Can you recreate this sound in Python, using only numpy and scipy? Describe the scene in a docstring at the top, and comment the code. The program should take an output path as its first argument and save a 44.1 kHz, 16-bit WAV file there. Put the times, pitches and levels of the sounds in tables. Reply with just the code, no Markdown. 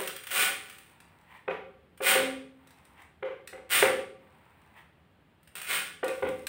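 """Indoors at a table, microphone close to a plastic blender jar, in a room that rings for half a second.
A hand crunches into a bowl of raw rice and drops it into the jar, one handful after another.
Each handful is a shower of tiny impacts, and stray grains tick on the wall. Now and then the arm
bumps the jar, which clacks on its base and rings hollowly. Steady room tone lies underneath."""
import sys
import numpy as np
from scipy import signal
from scipy.fft import rfft, irfft, next_fast_len
from scipy.io import wavfile
from scipy.ndimage import map_coordinates

SR = 44100
rng = np.random.default_rng(int(sys.argv[2]) if len(sys.argv) > 2 else 0)


def pcm_store(signal):
    """Save signal as 16-bit PCM."""
    levels = np.round(np.clip(np.atleast_2d(signal), -1, 1) * 32767)
    wavfile.write(sys.argv[1], SR, levels.astype(np.int16).T)


N = 285889

# The room's reverberation. Each row: frequency in Hz, t60 in seconds.
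ROOM_DECAY = [(150, 0.99), (600, 0.39), (2000, 0.49), (5000, 0.47), (9000, 0.42), (15000, 0.26)]
# Tone colours. Each row: frequency in Hz, relative spectral density in dB.
ROOM_TONE_SPECTRUM = [(15, -63.5), (28, -34), (48, -19.5), (62, -7.5), (85, -3.5), (112, -11), (165, -6),
                      (260, -13), (420, -16), (1900, -24), (3200, -28), (6200, -49), (8900, -42.5),
                      (11500, -50), (15400, -42)]  # the steady background
CRUNCH_SPECTRUM = [(300, -24), (620, -8), (900, 4), (1200, -2.5), (1500, -5), (1950, -4.5), (2500, -7),
                   (3300, -16), (4500, -26.5), (6500, -38), (8900, -19), (11000, -39), (15400, -18)]  # grains rubbing in the bowl
SQUEEZE_SPECTRUM = [(400, -25), (750, -23), (950, 1.5), (1400, -12.5), (1950, 7.5), (2400, -6), (3200, -8),
                    (4500, -27), (15000, -37)]  # the fist closing on the grains
CLICK_SPECTRUM = [(600, -34), (1300, -2.5), (1800, 4.5), (2150, -4), (2600, 6), (3100, -10), (3750, 0),
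                  (4700, -8.5), (5600, -7.5), (6800, -13), (8000, -3), (9200, -1), (10700, -13.5),
                  (15400, -7.5)]  # a light, dry click
CLACK_SPECTRUM = [(60, -32.5), (170, -20.5), (300, -8), (450, 4), (650, -5.5), (900, -1.5), (1200, -6),
                  (1460, -4), (1750, -7.5), (2100, -4), (2600, -8), (3500, -14), (4400, -28.5), (6500, -37),
                  (15000, -42)]  # the jar striking its seat
THUD_SPECTRUM = [(25, -38.5), (60, -6.5), (110, -15), (175, -2), (240, -3), (350, -5), (600, -18.5),
                 (2000, -53.5)]  # the table under the blender
GRAIN_SPECTRUM = [(40, -48), (120, -18.5), (260, -17), (420, -15), (620, -16), (1000, -11.5), (1400, 0),
                  (2300, 0.5), (3200, -1.5), (4300, -10), (6300, -14.5), (7600, -11), (8900, 0.5),
                  (9900, -11.5), (12500, -12), (14200, -10), (15400, -2)]  # a grain landing in the jar
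# Resonances. Each row: frequency in Hz, relative level in dB, free t60 in seconds.
JAR_MODES = [(342, -10, 0.16), (383, -3.5, 0.3), (420.5, -1, 0.47), (480, -15.5, 0.34), (519.5, 0, 0.51),
             (536.6, -5, 0.65), (576, -9.5, 0.14), (761.6, -11, 0.63), (975, -18.5, 0.29),
             (1170, -18.5, 0.79), (1442, -14.5, 0.33), (1980, -20.5, 0.21), (2350, -18.5, 0.19)]  # the whole jar, knocked
WALL_MODES = [(427, -5, 0.16), (559.6, -3, 0.17), (783.8, -0.5, 0.2), (1188, -5.5, 0.19), (1247, 7, .07),
              (1498, 11.5, 0.058), (2206, 1, 0.14), (2469, 5, 0.17), (3030, -4, 0.018), (3610, -5, 0.02)]  # its wall and air column under the light grains
# Lone contacts. Each row: start in seconds, relative level in dB.
STRAY_GRAINS = [(.055, -46), (.074, -31.5), (.163, -39.5), (.236, -43.5), (.269, -37.5), (.313, -33.5),
                (.697, -46), (.726, -54), (.783, -50), (1.975, -54), (5.43, -63.5), (5.474, -57),
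                (5.553, -40.5), (5.615, -37.5), (5.871, -47)]  # single grains and small clusters on the wall
DRY_CLICKS = [(1.002, -56), (2.672, -58.5), (2.706, -58), (2.851, -60), (3.019, -62), (3.474, -44.5),
              (6.043, -41.5), (6.08, -40.5), (6.288, -48.5), (6.392, -57), (6.468, -33.5)]  # light clicks of grains and plastic
# The hand in the bowl. Each row: fingers in, fist shut and closing time in seconds, relative grip in dB.
BOWL_SCOOPS = [(0.838, 1.359, 0.078, -54), (2.549, 3.014, 0.045, -53.5), (4.17, 4.786, 0.031, -52)]
# The arm bumping the jar. Each row: start in seconds, then ring, clack, low-mode boost and thud
# in relative dB, then seconds until the jar drops back.
JAR_BUMPS = [(-.04, -30.5, -26, 5, -46, .04), (1.477, -28, -26.5, -4, -47, .03),
             (2.004, -32, -35.5, 1.5, -50.5, .03), (2.152, -23, -25.5, -3, -45.5, .045),
             (3.225, -32.5, -32, -0.5, -56.5, .057), (3.527, -41, -42, -2, -53.5, .047),
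             (3.822, -17.5, -16.5, -3, -37, .03), (6.029, -23, -27.5, -20, -48, .059),
             (6.223, -26, -26.5, -1.5, -36, .04)]
# Rice slipping from the fingers. Each row: start and length in seconds, relative flow in dB.
FINGER_TRICKLES = [(0.07, 0.27, -54.5), (0.602, 0.33, -54), (5.555, 0.24, -40.5), (6.076, 0.37, -51.5)]
# Rice dropped into the jar. Each row: start, opening time and time at full flow in seconds,
# relative flow in dB, hardness (treble of hits on the bare wall) in dB.
DROPPED_HANDFULS = [(-.2, 0.097, 0.037, -24.5, 2.5), (.27, 0.14, .02, -23.5, 0),
                    (2.003, 0.099, 0.0097, -19, -3), (3.688, 0.049, 0.047, -21, -1.76),
                    (5.654, 0.069, .035, -27, -3.5)]


def amp(db):
    """Decibels to gain."""
    return 10 ** (np.asarray(db) / 20)


def unit(x):
    """Scale to rms 1."""
    return x / np.sqrt(np.mean(x ** 2) + 1e-20)


def along(points, hz):
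    """Read (Hz, value) points on a log frequency axis."""
    freqs, values = np.transpose(points)
    return np.interp(np.log(hz + 1), np.log(freqs + 1), values)


def add(track, s, sound):
    """Mix a sound into the track at s seconds; it may begin before time 0."""
    start = round(s * SR)
    sound = sound[max(0, -start):]
    part = track[max(0, start):][:len(sound)]
    part += sound[:len(part)]


def coloured(x, spectrum, size=4096):
    """Pass x through a causal body of this spectrum, with energy 1."""
    gain = amp(along(spectrum, np.fft.rfftfreq(size, 1 / SR)))
    cepstrum = irfft(np.log(gain))
    cepstrum[1:size // 2] *= 2  # fold to minimum phase
    cepstrum[size // 2 + 1:] = 0
    response = irfft(np.exp(rfft(cepstrum)))
    return signal.fftconvolve(x, response / np.linalg.norm(response))[:N]


def wobble(size, rate):
    """A smooth random curve, rate knots a second."""
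    knots = rng.standard_normal(int(size * rate / SR) + 4)
    return map_coordinates(knots, [np.arange(size) * rate / SR])


def impacts(rate, scatter_db):
    """Random impulses of uneven size, rate a second, with mean power 1."""
    chance = np.clip(rate / SR, 1e-6, 1)
    sizes = unit(amp(scatter_db * np.clip(rng.standard_normal(N), -2, 2)))
    signs = rng.choice([-1, 1], N)
    return (rng.random(N) < chance) * sizes * signs / np.sqrt(chance)


def burst(t, rise_s, t60):
    """Noise that swells and dies quickly: one chattering contact."""
    return rng.standard_normal(len(t)) * (1 - np.exp(-t / rise_s)) * amp(-60 * t / t60)


def room_tone(level_db=-63):
    """The background at the microphone: a steady low rumble with faint hiss."""
    return amp(level_db) * unit(coloured(rng.standard_normal(N), ROOM_TONE_SPECTRUM))


def reverberation(x, build_s=0.013, tail_count=22):
    """The room's diffuse tail, treble dying first; it varies slowly so it stays smooth."""
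    wet, position = np.zeros(N), np.linspace(0, tail_count - 1, N)
    for k in range(tail_count):
        hz, t, noise = signal.stft(rng.standard_normal(SR * 3 // 4), SR, nperseg=256)
        build = np.clip(t / build_s, 0, 1) ** 2
        decay = amp(-60 * t / along(ROOM_DECAY, hz)[:, None])
        tail = signal.istft(noise * build * decay, SR, nperseg=256)[1]
        near = np.flatnonzero(abs(position - k) < 1)
        crossfade = np.cos(np.pi / 2 * (position[near] - k))
        add(wet, near[0] / SR, signal.fftconvolve(x[near] * crossfade, tail / np.linalg.norm(tail)))
    return wet


def scooping(dig_db=-64, entry_s=0.057, lift_s=0.06, release_s=0.021):
    """Grains rub under the fingers: a muffled crunch with stray ticks, a scrape as the fist closes."""
    t = np.arange(N) / SR
    dig, grip = np.zeros(N), np.zeros(N)
    for enter_s, shut_s, closing_s, grip_db in BOWL_SCOOPS:
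        before, after = np.maximum(shut_s - t, 0), np.maximum(t - shut_s, 0)
        dig += amp(dig_db) * np.clip((t - enter_s) / entry_s, 0, 1) * np.exp(-after / lift_s)
        grip += amp(grip_db) * np.exp(-(before / closing_s) ** 2 - after / release_s)
    crunch = np.maximum(dig, grip) * coloured(impacts(rate=2000, scatter_db=1.5), CRUNCH_SPECTRUM)
    scrape = grip * coloured(impacts(rate=1900, scatter_db=4.5), SQUEEZE_SPECTRUM)
    ticking = dig * coloured(impacts(rate=25, scatter_db=2), CLICK_SPECTRUM)
    return amp(-3) * (crunch + scrape) + amp(-16) * ticking


def ticks(rows, spectrum, t60):
    """Lone contacts of grain or plastic, each with a brief chatter."""
    track, t = np.zeros(N), np.arange(SR // 20) / SR
    for s, db in rows:
        add(track, s, amp(db + 7.5) * burst(t, rise_s=0.00069, t60=t60))
    return coloured(track, spectrum)


def housing_hum(bump_s=2.152, db=-15, hz=265, rise_s=0.12, t60=0.54):
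    """The heavy motor housing takes up one bump slowly and hums."""
    t = np.maximum(np.arange(N) / SR - bump_s, 0)
    swell = (1 - np.exp(-t / rise_s)) ** 2
    return swell * amp(db - 60 * t / t60) * np.sin(2 * np.pi * hz * t)


def jar_ring(t, low_db, arm_damping=1.193, scatter_db=1.73, waver_cycles=0.2, waver_rise_s=0.043):
    """The knocked jar rings, damped by the arm; the ring soon wavers and roughens."""
    ring = np.zeros(len(t))
    waver = waver_cycles * (1 - np.exp(-t / waver_rise_s))
    for k, (hz, db, t60) in enumerate(JAR_MODES):
        level = db + scatter_db * rng.standard_normal() + low_db * (hz < 450)
        cycles = hz * t + waver * wobble(len(t), rate=45)
        # neighbouring modes start in opposite directions, so the ring swells and beats
        ring += (-1) ** k * amp(level - 60 * arm_damping * t / t60) * np.sin(2 * np.pi * cycles)
    return ring * (1 - np.exp(-t / 0.00074))


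def jar_knocks(contact_s=0.0053, soft_hz=2700, rattle_delay_s=0.02, rattle_db=-7):
    """The jar clacks on its seat, rattles and rings, then drops back more softly; the table thuds."""
    clacks, thuds, ringing = np.zeros(N), np.zeros(N), np.zeros(N)
    t = np.arange(SR * 2 // 3) / SR
    contact = (t / contact_s) ** 2 * np.exp(1 - (t / contact_s) ** 2)
    soft = signal.butter(3, soft_hz, fs=SR, output="sos")  # first contact is duller than the rattle
    for s, ring_db, clack_db, low_db, thud_db, drop_s in JAR_BUMPS:
        bump = (s, ring_db, clack_db)
        drop_back = (s + drop_s, ring_db - 14.5, clack_db - 6.5)
        for at, ring, clack in (bump, drop_back):
            add(clacks, at, amp(clack) * contact * signal.sosfilt(soft, rng.standard_normal(len(t))))
            add(clacks, at + rattle_delay_s, amp(clack + rattle_db) * burst(t, rise_s=0.012, t60=0.15))
            add(ringing, at, amp(ring) * jar_ring(t, low_db))
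        add(thuds, s, amp(thud_db) * burst(t, rise_s=0.0074, t60=0.21))
    blows = coloured(clacks, CLACK_SPECTRUM) + coloured(thuds, THUD_SPECTRUM)
    return blows, ringing


def rice_flow(emptying_db_per_s=161.5, cushion_db_per_s=29, trickle_fade_db=10.5, trickle_hard_db=-1):
    """Flow and hardness of the falling rice: handfuls swell, hold and die away; trickles fade."""
    t = np.arange(N) / SR
    flow, treble = np.zeros(N), np.zeros(N)
    for s, opening_s, hold_s, db, hard_db in DROPPED_HANDFULS:
        opening = np.sin(np.pi / 2 * np.clip((t - s) / opening_s, 0, 1)) ** 2
        late = np.maximum(t - s - opening_s - hold_s, 0)
        stream = opening * amp(db - emptying_db_per_s * late)
        flow += stream
        treble += stream * amp(hard_db - cushion_db_per_s * late)  # late grains land on earlier ones
    for s, length_s, db in FINGER_TRICKLES:
        age = (t - s) / length_s
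        stream = (age > 0) * (age < 1) * amp(db - trickle_fade_db * np.clip(age, 0, 1))
        flow += stream
        treble += stream * amp(trickle_hard_db)
    return flow, treble / (flow + 1e-20)


def falling_rice(sparse_rate=110, dense_rate=6000, hollow_db=-10, fill_db_per_s=1):
    """Grains shower into the jar: more flow, more and stronger hits, brighter on wall than on heap."""
    flow, hardness = rice_flow()
    hits_per_s = sparse_rate + dense_rate * (flow / amp(-21)) ** 0.75
    hits = flow * impacts(hits_per_s, scatter_db=3.5)
    shower = coloured(hits, GRAIN_SPECTRUM)
    dull = signal.sosfiltfilt(signal.butter(2, 4500, fs=SR, output="sos"), shower)
    t = np.arange(SR // 3) / SR
    wall = sum(amp(db - 60 * t / t60) * np.sin(2 * np.pi * hz * t) for hz, db, t60 in WALL_MODES)
    low_cut = signal.butter(3, 350, "high", fs=SR, output="sos")  # the wall's ring carries no bass
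    wall = signal.sosfilt(low_cut, wall)
    hollow = signal.fftconvolve(hits, wall / np.linalg.norm(wall))[:N]
    hollow *= amp(hollow_db - fill_db_per_s * np.arange(N) / SR)  # the growing heap mutes the jar
    return dull + hardness * (shower - dull) + hollow


def scene():
    """Rice, jar and bowl close to one microphone, with the room behind them."""
    blows, ringing = jar_knocks()
    ringing += housing_hum()
    rice = falling_rice() + ticks(STRAY_GRAINS, GRAIN_SPECTRUM, t60=0.048)
    clicks = ticks(DRY_CLICKS, CLICK_SPECTRUM, t60=0.04)
    contacts = rice + clicks + blows + scooping()
    direct = amp(0.5) * contacts + amp(-2) * ringing
    reflected = reverberation(amp(-2) * contacts + amp(-9.5) * ringing)
    return (direct + reflected + room_tone())[None]


def record(dry, top_hz=15780):
    """The recorder keeps nothing above its band limit."""
    size = next_fast_len(N + SR // 2)
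    gain = 1 / (1 + (np.fft.rfftfreq(size, 1 / SR) / top_hz) ** 220)
    return irfft(rfft(dry, size) * gain, size)[:, :N]


dry = scene()
out = record(dry)
pcm_store(out)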